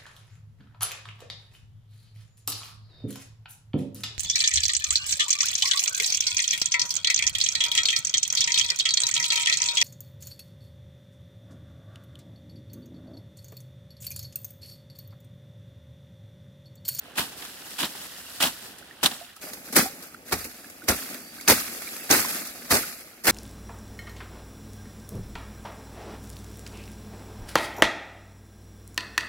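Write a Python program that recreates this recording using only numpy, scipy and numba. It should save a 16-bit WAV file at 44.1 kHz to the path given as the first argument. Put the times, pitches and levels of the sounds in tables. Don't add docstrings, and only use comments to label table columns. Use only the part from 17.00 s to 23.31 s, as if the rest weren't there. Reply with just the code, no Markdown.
import sys
import numpy as np
from scipy import signal
from scipy.io import wavfile
from scipy.ndimage import uniform_filter1d
from numba import njit

SR = 44100
rng = np.random.default_rng(int(sys.argv[2]) if len(sys.argv) > 2 else 0)


def convert_level_to_amplitude(level_db):
    exponent = np.asarray(level_db, float) / 20
    return 10 ** exponent


def master(y):
    cut = np.clip(np.atleast_2d(y).T, -1, 1)
    pcm = np.round(cut * 32767)
    wavfile.write(sys.argv[1], SR, pcm.astype(np.int16))


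N = 278271

CHANGE_S = 2.4
NEAR = np.arange(N) > CHANGE_S * SR
# start_s, peak_db, pitch_hz, eddies_db (rms of the eddies after it)
THUMPS = [(0.188, -42, 103, -62), (.823, -53, 99.6, -59), (1.433, -40, 70, -66), (2.049, -54, 89.5, -61),
          (2.777, -44, 87, -46.5), (3.324, -27, 108.5, -41), (3.884, -19.5, 82, -50),
          (4.488, -30, 88.5, -40.5), (5.118, -38, 102, -42), (5.711, -23.5, 81, -44),
          (6.269, -29, 61.9, -50)]


def read(table, hz):
    f, v = np.transpose(table)
    return np.interp(np.log(hz), np.log(np.maximum(f, 1)), v)


def walk(rate_hz):
    k = int(SR / rate_hz)
    held = np.repeat(rng.standard_normal(N)[:N // k + 1], k)
    return 1.114 * uniform_filter1d(held, k)[:N]


def swell(start_s, rise_ms, t60_s, hold_s=0.0):
    sag_db_per_s = 36
    i, rise_s = int(start_s * SR), rise_ms / 1000
    u = np.arange(min(int((rise_s + hold_s + t60_s) * SR), N - i)) / SR
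    sag_db = sag_db_per_s * np.clip(u - rise_s, 0, hold_s)
    decay_db = 60 * np.maximum(u - rise_s - hold_s, 0) / t60_s
    rise = np.sin(np.pi / 2 * np.clip(u / rise_s, 0, 1)) ** 1.14
    return i, rise * convert_level_to_amplitude(-sag_db - decay_db)


def pile(rows, base):
    power = base + np.zeros(N)
    for start_s, db, *form in rows:
        i, shape = swell(start_s, *form)
        power[..., i:i + len(shape)] += (convert_level_to_amplitude(db) * shape) ** 2
    return power


def stir():
    field_far = (-65, -53.5, -59.5)
    field_near = (-57.5, -58, -59.5)
    # start_s, high_band_db (rms), rise_ms, t60_s
    rustles = [(.17, -44.5, 50, 1.05), (.36, -45.5, 37, 2.8), (.58, -45, 160, 2.2), (.8, -44.5, 120, 1.9),
               (.96, -46.5, 80, 1.2), (1.1, -48.5, 100, 1.8), (1.26, -46, 91, 2), (1.42, -47, 110, 0.81),
               (1.55, -49, 126, 0.36), (2.35, -47, 16, 0.18), (2.03, -41, 70, 0.71), (2.405, -43, 38, 1.33),
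               (2.62, -48, 60, 1.4), (2.77, -36.5, 55, 0.57), (2.93, -49.5, 140, 0.38),
               (3.245, -46, 52, 0.13), (3.32, -40.5, 59, 0.94), (3.45, -52.5, 160, 3.2),
               (3.89, -36.5, 83, 1.22), (4.3, -48, 69, 1.1), (4.49, -29, 55, 0.62), (4.6, -40.5, 165, 3),
               (4.8, -46.5, 160, 1.8), (5.12, -28, 45, 0.99), (5.23, -36, 116, 0.95), (5.55, -46, 220, 1.1),
               (5.72, -33, 69, 0.78), (6.27, -37, 40, 1.1)]
    # start_s, level_db (rms), rise_ms, t60_s
    sloshes = [(0., -54.5, 76, 4.6), (.95, -71, 100, 0.55), (1.62, -53, 40, 1.9), (1.9, -58, 17, 0.69),
               (2.41, -46, 46, 1.3), (2.6, -48, 120, 2.1), (3.15, -56.5, 47, 1.5), (3.5, -57, 66, 2.6),
               (3.8, -49.5, 100, 1.4), (4.03, -47, 88, 0.73), (4.3, -55, 73, 1.5), (4.7, -50.5, 37, 0.97),
               (4.95, -54, 62, 1.5), (5.5, -51.5, 47, 1.3)]
    leaf_low_db, leaf_middle_db = -11, -4
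    eddy_rise_ms, eddy_t60_s, breeze_db = 20, 0.41, -65.5
    pause_s, pause_depth_db = 0.031, -8.5

    field_db = np.where(NEAR, np.array(field_near)[:, None], np.array(field_far)[:, None])
    leaves = pile(rustles, 0) * convert_level_to_amplitude(2 * np.array([[leaf_low_db], [leaf_middle_db], [0]]))
    leaves[0] += pile(sloshes, 0)
    t = np.arange(N) / SR
    pause_db = pause_depth_db * np.exp(-((t - CHANGE_S + pause_s) / pause_s) ** 2)
    rows = [(s, db, eddy_rise_ms, eddy_t60_s) for s, _, _, db in THUMPS]
    eddies = pile(rows, convert_level_to_amplitude(2 * breeze_db))
    leaf_db = 10 * np.log10(convert_level_to_amplitude(2 * field_db) + leaves) + pause_db
    return leaf_db, 10 * np.log10(eddies) + pause_db


def bird():
    # start_s, length_s, start_hz, end_hz, level_db (rms)
    peeps = [
        (2.45, 0.061, 4770, 4860, -52),
        (3.407, 0.018, 4900, 4650, -43),
        (4.224, 0.12, 4560, 4700, -53),
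        (4.415, .02, 4640, 4800, -50),
        (4.462, 0.022, 4700, 4900, -44),
        (4.377, 0.019, 4500, 4550, -53),
        (4.456, .009, 2300, 2200, -48),
        (5.04, .03, 4600, 4750, -54),
        (5.572, .05, 4370, 4770, -54),
        (5.655, .02, 4540, 4700, -54),
    ]
    out = np.zeros(N)
    for start_s, length_s, start_hz, end_hz, db in peeps:
        i, u = int(start_s * SR), np.arange(int(length_s * SR)) / (length_s * SR)
        hz = end_hz + (start_hz - end_hz) * (1 - u) ** 2
        tone = np.sin(2 * np.pi * np.cumsum(hz) / SR)
        out[i:i + len(u)] += convert_level_to_amplitude(db) * np.sqrt(2 * np.sin(np.pi * u)) * tone
    return out * convert_level_to_amplitude(np.array([[-2.5], [2.5]]))


def air(air_db):
    low_hz, top_hz, unlike = 45, 110, 0.29
    rise_ms, t60_s = 20, 0.15
    sag_per_s, noise_share = 3.8, 0.25
    band = signal.butter(2, [low_hz, top_hz], "band", fs=SR, output="sos")
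    mid, side = signal.sosfilt(band, rng.standard_normal((2, N)))
    gust = (mid + unlike * side * np.array([[1], [-1]])) / np.std(mid)
    out = gust * convert_level_to_amplitude(air_db + 2.0)
    for start_s, db, pitch_hz, _ in THUMPS:
        i, shape = swell(start_s, rise_ms, t60_s)
        span = slice(i, i + len(shape))
        hz = pitch_hz * np.exp(-sag_per_s * np.arange(len(shape)) / SR)
        push = np.sin(2 * np.pi * np.cumsum(hz) / SR) + noise_share * gust[:, span]
        out[:, span] += convert_level_to_amplitude(db - 4.5) * shape * push
    return out * convert_level_to_amplitude(np.array([[-0.6], [0.6]]))


def drops():
    # start_s, peak_db, pitch_hz, t60_s
    plops = [(.082, -40, 686, 0.042), (1.264, -37, 2720, .03), (1.825, -36, 1490, 0.017),
             (1.909, -34, 1790, 0.02), (2.2115, -32, 682, 0.093), (2.365, -42, 1260, 0.046),
             (2.685, -40, 1490, 0.056), (2.857, -23.5, 756, 0.09), (2.899, -41, 536, 0.13),
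             (3.145, -29.5, 1330, 0.012), (3.286, -39, 1580, 0.032), (3.643, -36.5, 1660, 0.036),
             (3.819, -34.5, 1450, 0.04), (4.386, -39, 1530, .055), (4.399, -35.5, 2170, 0.028),
             (4.817, -47, 1900, .049), (4.874, -27, 2270, 0.017), (4.962, -38, 2420, .065),
             (5.011, -39, 2600, 0.12), (5.248, -21.5, 1010, .022), (5.834, -26, 1414, .04),
             (3.835, -36, 315, 0.087), (6.044, -43, 560, .06), (6.131, -49, 1400, .06)]
    pan_db, glide = -6.5, 0.061
    out = np.zeros(N)
    for start_s, db, hz, t60_s in plops:
        i, shape = swell(start_s, 2.6, t60_s)
        u = np.arange(len(shape)) / SR
        ringing = np.sin(2 * np.pi * hz * (u + glide * u ** 2 / t60_s))
        out[i:i + len(u)] += convert_level_to_amplitude(db - 3.0) * shape * ringing
    return out * convert_level_to_amplitude(np.array([[pan_db], [-pan_db]]) / 2)


def cracks():
    # start_s, peak_db, pitch_hz
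    splits = [(2.0612, -5, 4100), (2.0625, -11, 3300), (3.8865, -10, 5800), (3.922, -15, 1400),
              (3.903, -14, 500), (5.7138, -9, 4900), (5.7138, -11, 1100), (5.7238, -10, 4700),
              (5.7238, -10, 1300), (5.741, -10, 500), (5.708, -14, 1000), (5.7605, -13, 700),
              (3.3245, -13, 900), (3.328, -14, 1000), (3.3245, -17, 5400), (4.4785, -11, 2500),
              (4.501, -7, 450), (4.508, -9, 2100), (4.5205, -9, 500), (4.521, -12, 2200),
              (2.7655, -10, 1500), (2.0315, -12, 900), (.1838, -15, 2700), (.1975, -17, 320),
              (.8005, -19, 2850), (.8318, -16, 3300), (.8348, -16, 1200), (.846, -17, 3900),
              (1.4052, -15, 1360), (1.411, -14, 3100), (1.4275, -13, 5700), (1.4412, -11, 3200),
              (1.4405, -14, 800), (1.452, -16, 700), (5.104, -12, 500), (5.113, -9, 4100),
              (5.126, -12, 2350), (6.2735, -12, 600), (6.2862, -11, 2100), (6.293, -12, 900)]
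    pan_db, rise_ms, t60_s = -1.0, 0.3, 0.005
    out = np.zeros(N)
    for start_s, db, hz in splits:
        i, shape = swell(start_s, rise_ms, t60_s)
        swing = np.sin(2 * np.pi * hz * np.arange(len(shape)) / SR)
        out[i:i + len(shape)] -= convert_level_to_amplitude(db) * shape * swing
    return out * convert_level_to_amplitude(np.array([[pan_db], [-pan_db]]) / 2)


def blade():
    # start_s, peak_db, pitch_hz, t60_s
    pings = [(0.181, -13, 2670, 0.045), (0.8305, -24, 3600, 0.025), (1.424, -6, 2700, 0.025),
             (1.437, -4, 2930, 0.025), (2.0303, -13, 3100, 0.018), (2.0594, -8, 7450, 0.02),
             (2.0602, -2, 3660, 0.037), (2.7282, -25, 4630, 0.025), (3.8854, -11, 5660, 0.028),
             (4.4835, 2.5, 6030, 0.024), (4.4895, -3, 5900, 0.02), (5.112, 3.5, 6110, 0.034),
             (6.2726, -21, 4130, 0.025)]
    pan_db, spread = 1.5, 0.058
    out = np.zeros(N)
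    detunes = rng.standard_normal((len(pings), 3, 1))
    for (start_s, db, hz, t60_s), detune in zip(pings, detunes):
        i, shape = swell(start_s, 0.3, 0.93 * t60_s)
        u = np.arange(len(shape)) / SR
        modes = np.sin(2 * np.pi * hz * (1 + spread * detune) * u)
        out[i:i + len(shape)] += convert_level_to_amplitude(db - 13.5) * shape * modes.sum(axis=0)
    return np.array([out * convert_level_to_amplitude(pan_db / 2), np.roll(out, 5) * convert_level_to_amplitude(-pan_db / 2)])


def tearing():
    # start_s, peak_db, hold_s (time in the weeds), t60_s, low_db (re middle band)
    strokes = [(0.171, -19.5, 0.018, 0.27, -6.5), (0.781, -21.5, 0.068, 0.088, -10.5),
               (1.4, -15.5, 0.064, 0.14, -8.5), (2.028, -15, 0.026, 0.076, -2.5),
               (2.754, -10.5, 0.025, 0.23, -5.5), (3.318, -17, 0.007, 0.025, -5),
               (3.879, -11, 0.0043, 0.18, -4.5), (4.475, -8.5, 0.036, 0.084, -5),
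               (5.098, -13, 0.047, 0.31, -5), (5.701, -13.5, 0.051, 0.17, -4), (6.264, -9, 0.017, 0.17, -6)]
    # start_s, peak_db, low_db, high_db (re middle band)
    bunches = [(0.153, -29, -2, -6), (.166, -30, -10, -1), (0.203, -23, -8, -4), (5.09, -25, -10, -3),
               (2.745, -28, -8, 2), (0.191, -18, -10, -9), (0.417, -29, -11, -8), (0.8, -17, -19, -5),
               (0.824, -17.5, -0.5, -8), (1.423, -13, -6.5, -1), (1.452, -29, -12, -3),
               (2.031, -20, 2, 8.5), (2.109, -25, -3.5, -9), (2.411, -38.5, -11, 2), (2.724, -25, -2, 3.5),
               (2.762, -8, -3, 3), (2.782, -12, -18, -5), (3.022, -40.5, 0, 9.5), (3.309, -29, -2, -2),
               (3.3225, -15, 2, 0), (5.694, -32, -3, 0), (3.44, -31.5, -1, 5.5), (3.9, -26, -2, -6),
               (3.914, -22, -1, -8), (3.876, -30, -3, -3), (4.495, -8, -1.5, 4), (5.106, -11.5, 0, 3.5),
               (5.121, -7.5, -7, -4), (5.164, -20, -15, 1), (5.193, -18, -18, 4), (5.711, -12.5, 0, 3.5),
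               (5.737, -13.5, -2.5, 2), (5.764, -23.5, -5, 7), (6.236, -35, -6, 8), (6.243, -25.5, -3, 4),
               (6.252, -21, -6, -3), (6.29, -16, -9, 0)]
    # start_s, peak_db, low_db, high_db (re middle band)
    ticks = [(0.181, -13.5, -11, -6), (2.212, -46, -9, -8), (2.7635, -18, -11, 0), (3.839, -39, -7, 4),
             (4.477, -13, -8, 0), (5.41, -24.5, -4.5, -4), (5.47, -37, -2, 12.5), (5.2, -26, -6, 0),
             (5.3, -30, -5, 0), (5.355, -30, -8, 0), (4.7, -34, -8, 2), (4.775, -34, -8, 2),
             (6.2535, -23.5, -8, 5), (0.449, -26.5, -11, -3), (0.951, -30.5, 1, -27), (1.0162, -33, -1, 6),
             (1.783, -41, -21, 8.5), (1.9794, -49, -21, -8), (2.059, -6.5, -30, -2), (2.3638, -40.5, 0, 6),
             (2.533, -30.5, -2, 8), (3.1416, -36.5, -2, -2), (3.2714, -52, -9, -5), (3.699, -44, -12, 12),
             (4.143, -29, -7, 1.5), (4.41, -28, -22, -0.5), (4.819, -26.5, -19, -2), (4.964, -35, -8, 9)]
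    far_high_db, near_high_db = -1.5, 0.5
    bite_ms, crest_db = 8.8, -9
    bunch_rise_ms, bunch_t60_s = 4.4, 0.12
    tick_rise_ms, tick_t60_s = 0.69, 0.058
    brush_db, brush_ms = -17, 3.8

    def bands(db, low_db, high_db):
        return db + crest_db + np.array([[low_db], [0], [high_db]])

    rows = []
    for start_s, db, hold_s, t60_s, low_db in strokes:
        high_db = near_high_db if start_s > CHANGE_S else far_high_db
        rows.append((start_s, bands(db, low_db, high_db), bite_ms, t60_s, hold_s))
    rows += [(s, bands(*levels), bunch_rise_ms, bunch_t60_s) for s, *levels in bunches]
    rows += [(s, bands(*levels), tick_rise_ms, tick_t60_s) for s, *levels in ticks]
    power = pile(rows, np.full((3, 1), 1e-14))
    keep = np.exp(-1000 / (brush_ms * SR))
    ahead = signal.lfilter([1 - keep], [1, -keep], power[:, ::-1])[:, ::-1]
    return 10 * np.log10(power + convert_level_to_amplitude(2 * brush_db) * ahead)


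def shaped(colour, band_db, hz):
    # low_hz, high_hz
    bands_hz = [(150, 1000), (1000, 4000), (4000, 15500)]
    own_db = []
    for low_hz, high_hz in bands_hz:
        density = convert_level_to_amplitude(2 * read(colour, np.linspace(low_hz, high_hz, num=200)))
        own_db.append(10 * np.log10(np.mean(density) * (high_hz - low_hz)))
    lift_db = band_db - np.array(own_db)[:, None]
    place = np.interp(np.log(hz), np.log([600, 1500, 3000, 5500]), [0, 1, 1, 2])
    share = np.clip(1 - np.abs(place - np.arange(3)[:, None]), 0, 1)
    return read(colour, hz) + (share * lift_db).sum(axis=0)


@njit
def ring(start, pole, onset, left, right, floor):
    out = np.zeros((2, N))
    for k in range(len(start)):
        z, lack, i = 1 + 0j, 1., start[k]
        while i < N and z.real * z.real + z.imag * z.imag > floor:
            out[0, i] += (1 - lack) * (z * left[k]).imag
            out[1, i] += (1 - lack) * (z * right[k]).imag
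            z *= pole[k]
            lack *= onset[k]
            i += 1
    return out


def weeds(leaf_db):
    # pitch_hz, density_db (per Hz)
    tear_far, tear_near = [(59, -37), (100, -22), (259, -1.5), (441, -24), (764, -6.5), (1860, -5),
                           (2110, -10), (3160, -1.5), (6490, -2.5), (12000, -3.5), (15800, -8.5)], [(59, -37), (100, -14.5), (271, 7.5), (832, -2), (965, -10),
                                             (1470, -11), (2250, -12.5), (3160, -20), (3440, -12),
                                             (5960, -13), (6630, -16.5), (14800, -14), (15800, -40)]
    leaf_far, leaf_near = [(59, -40), (100, 3.5), (219, 9), (748, 3), (965, -9), (1820, -10), (2160, -16),
                           (2840, -9.5), (6630, -17.5), (12500, -17.5), (15800, -23)], [(59, -42), (100, -24), (249, -4), (396, -13), (780, -8.5),
                                             (1030, -34), (1220, -5), (2350, -5.5), (2960, -6.5),
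                                             (4620, -7), (9500, -12.5), (12000, -5.5), (15800, -15.5)]
    # pitch_hz, balance_db (left minus right)
    pan_far, pan_near = [(60, -3), (110, -5), (200, 5), (380, -6), (700, -5.5), (1290, -2.5), (2380, -0.5),
                         (4400, -4), (8120, 1.5), (15000, 0.5)], [(60, -3), (110, -5), (200, 4.5), (380, -1.5), (700, 0),
                                          (1290, -3.5), (2380, -5), (4400, -4.5), (8120, 1.5),
                                          (15000, -1.5)]
    snaps_per_s, cycles = 36000, 1.405
    tear_scatter_db, leaf_scatter_db = 1.5, 2.8
    crackle_db, flutter_db = 1.4, 1.0

    count = int(snaps_per_s * N / SR)
    when, pitch, odd, phase, long = rng.random((count, 5)).T
    side, wide = rng.standard_normal((count, 2)).T
    start, hz = (when * N).astype(np.int64), 100 + pitch * 15700
    near = NEAR[start]
    rare = np.minimum(-np.log(1 - odd), 2.8) - 1

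    tear_db = tearing()[:, start]
    tear = np.where(near, shaped(tear_near, tear_db, hz), shaped(tear_far, tear_db, hz))
    tear += crackle_db * np.clip(walk(700), -1.8, 1.8)[start]
    fall_db = leaf_db[:, start]
    leaf = np.where(near, shaped(leaf_near, fall_db, hz), shaped(leaf_far, fall_db, hz))
    leaf += flutter_db * walk(60)[start]
    density = convert_level_to_amplitude(2 * (tear + tear_scatter_db * rare))
    density += convert_level_to_amplitude(2 * (leaf + leaf_scatter_db * rare + 2.0))

    tau_s = cycles * (0.5 + long) * (hz / 1000) ** 0.23 / hz
    size = np.sqrt(density * 15700 * 9 / (snaps_per_s * tau_s)) * np.exp(2j * np.pi * phase)
    lag_s = np.where(near, 1.1e-4, 4e-5) + 4e-5 * side + 9e-5 * walk(120)[start]
    pan_db = np.where(near, read(pan_near, hz), read(pan_far, hz))
    pan_db += 8.0 * wide * np.clip(hz / 2200, 0.05, 1)
    pan = convert_level_to_amplitude(pan_db / 2)
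    pole = np.exp(2j * np.pi * hz / SR - 1 / (tau_s * SR))
    onset = np.exp(-3 / (tau_s * SR))
    left = size * pan * np.exp(2j * np.pi * hz * lag_s)
    return ring(start, pole, onset, left, size / pan, 1e-3)


def placed(x):
    low_hz, hollow_hz, hollow_width_hz = 130, 3300, 1100
    left_depth, right_depth = 0.068, 0.73
    slot_width_hz, slot_depth = 220, 0.35
    x = signal.sosfilt(signal.butter(3, low_hz, "high", fs=SR, output="sos"), x)
    hollow = signal.lfilter(*signal.iirpeak(hollow_hz, hollow_hz / hollow_width_hz, fs=SR), x)
    slots = np.zeros_like(x)
    for hz in (2950, 3680):
        slots += slot_depth * signal.lfilter(*signal.iirpeak(hz, hz / slot_width_hz, fs=SR), x)
    depth = np.clip(np.array([[left_depth], [right_depth]]) + 0.053 * walk(17), 0, 1)
    return x - (depth * hollow + (1 - depth) * slots) * NEAR


def ports(x):
    # port (0 left, 1 right), centre_hz, width_hz, share (removed; negative lifts)
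    ports_far = [(1, 2320, 630, 0.41), (0, 3440, 810, 0.27), (0, 5260, 900, -0.38), (0, 6300, 1100, 0.53),
                 (0, 830, 920, 0.038), (1, 2000, 370, -0.18), (1, 5100, 1800, 0.27), (0, 250, 80, -.2),
                 (1, 250, 80, -.2), (0, 440, 150, .3), (0, 2150, 300, .2), (1, 1700, 400, -.2)]
    ports_near = [(1, 3100, 340, .35), (1, 4140, 770, 0.26), (0, 5700, 830, 0.54), (0, 1140, 360, -0.37),
                  (0, 3540, 380, -0.31), (0, 250, 70, -.4), (1, 250, 70, -.4), (0, 980, 200, .3),
                  (1, 980, 200, .35), (0, 9500, 2500, -.25)]
    out = x.copy()
    for rows, on in ((ports_far, ~NEAR), (ports_near, NEAR)):
        for port, hz, width_hz, share in rows:
            band = signal.lfilter(*signal.iirpeak(hz, hz / width_hz, fs=SR), out[port])
            out[port] -= share * on * band
    return out


def scene():
    leaf_db, air_db = stir()
    cut_weeds = ports(placed(weeds(leaf_db)))
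    return bird() + air(air_db) + drops() + cracks() + blade() + cut_weeds


def starved(x):
    starved_hz = (2760, 2960, 3150, 3400, 3600, 3760, 3960, 4300)
    width_hz, rate_hz, threshold = 150, 20, 0.8
    for hz in starved_hz:
        edges_hz = [hz - width_hz / 2, hz + width_hz / 2]
        band = signal.butter(2, edges_hz, "band", fs=SR, output="sos")
        chance = walk(rate_hz) + 0.4 * np.array([walk(rate_hz), walk(rate_hz)])
        gate = np.clip(4 * (chance - threshold), 0, 1) * NEAR
        for _ in range(2):
            x = x - gate * signal.sosfiltfilt(band, x)
    return x


def band_limit(x):
    return signal.sosfilt(signal.butter(12, 16620, fs=SR, output="sos"), x)


def record(dry):
    rounded = 0.85 * np.tanh(dry / 0.95)
    low_cut = signal.butter(1, 45.0, "high", fs=SR, output="sos")
    top_cut = signal.ellip(8, 0.3, 60, 15750, fs=SR, output="sos")
    mix = starved(signal.sosfilt(np.vstack([low_cut, top_cut]), rounded))
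    return band_limit(mix)


dry = scene()
out = record(dry)
master(out)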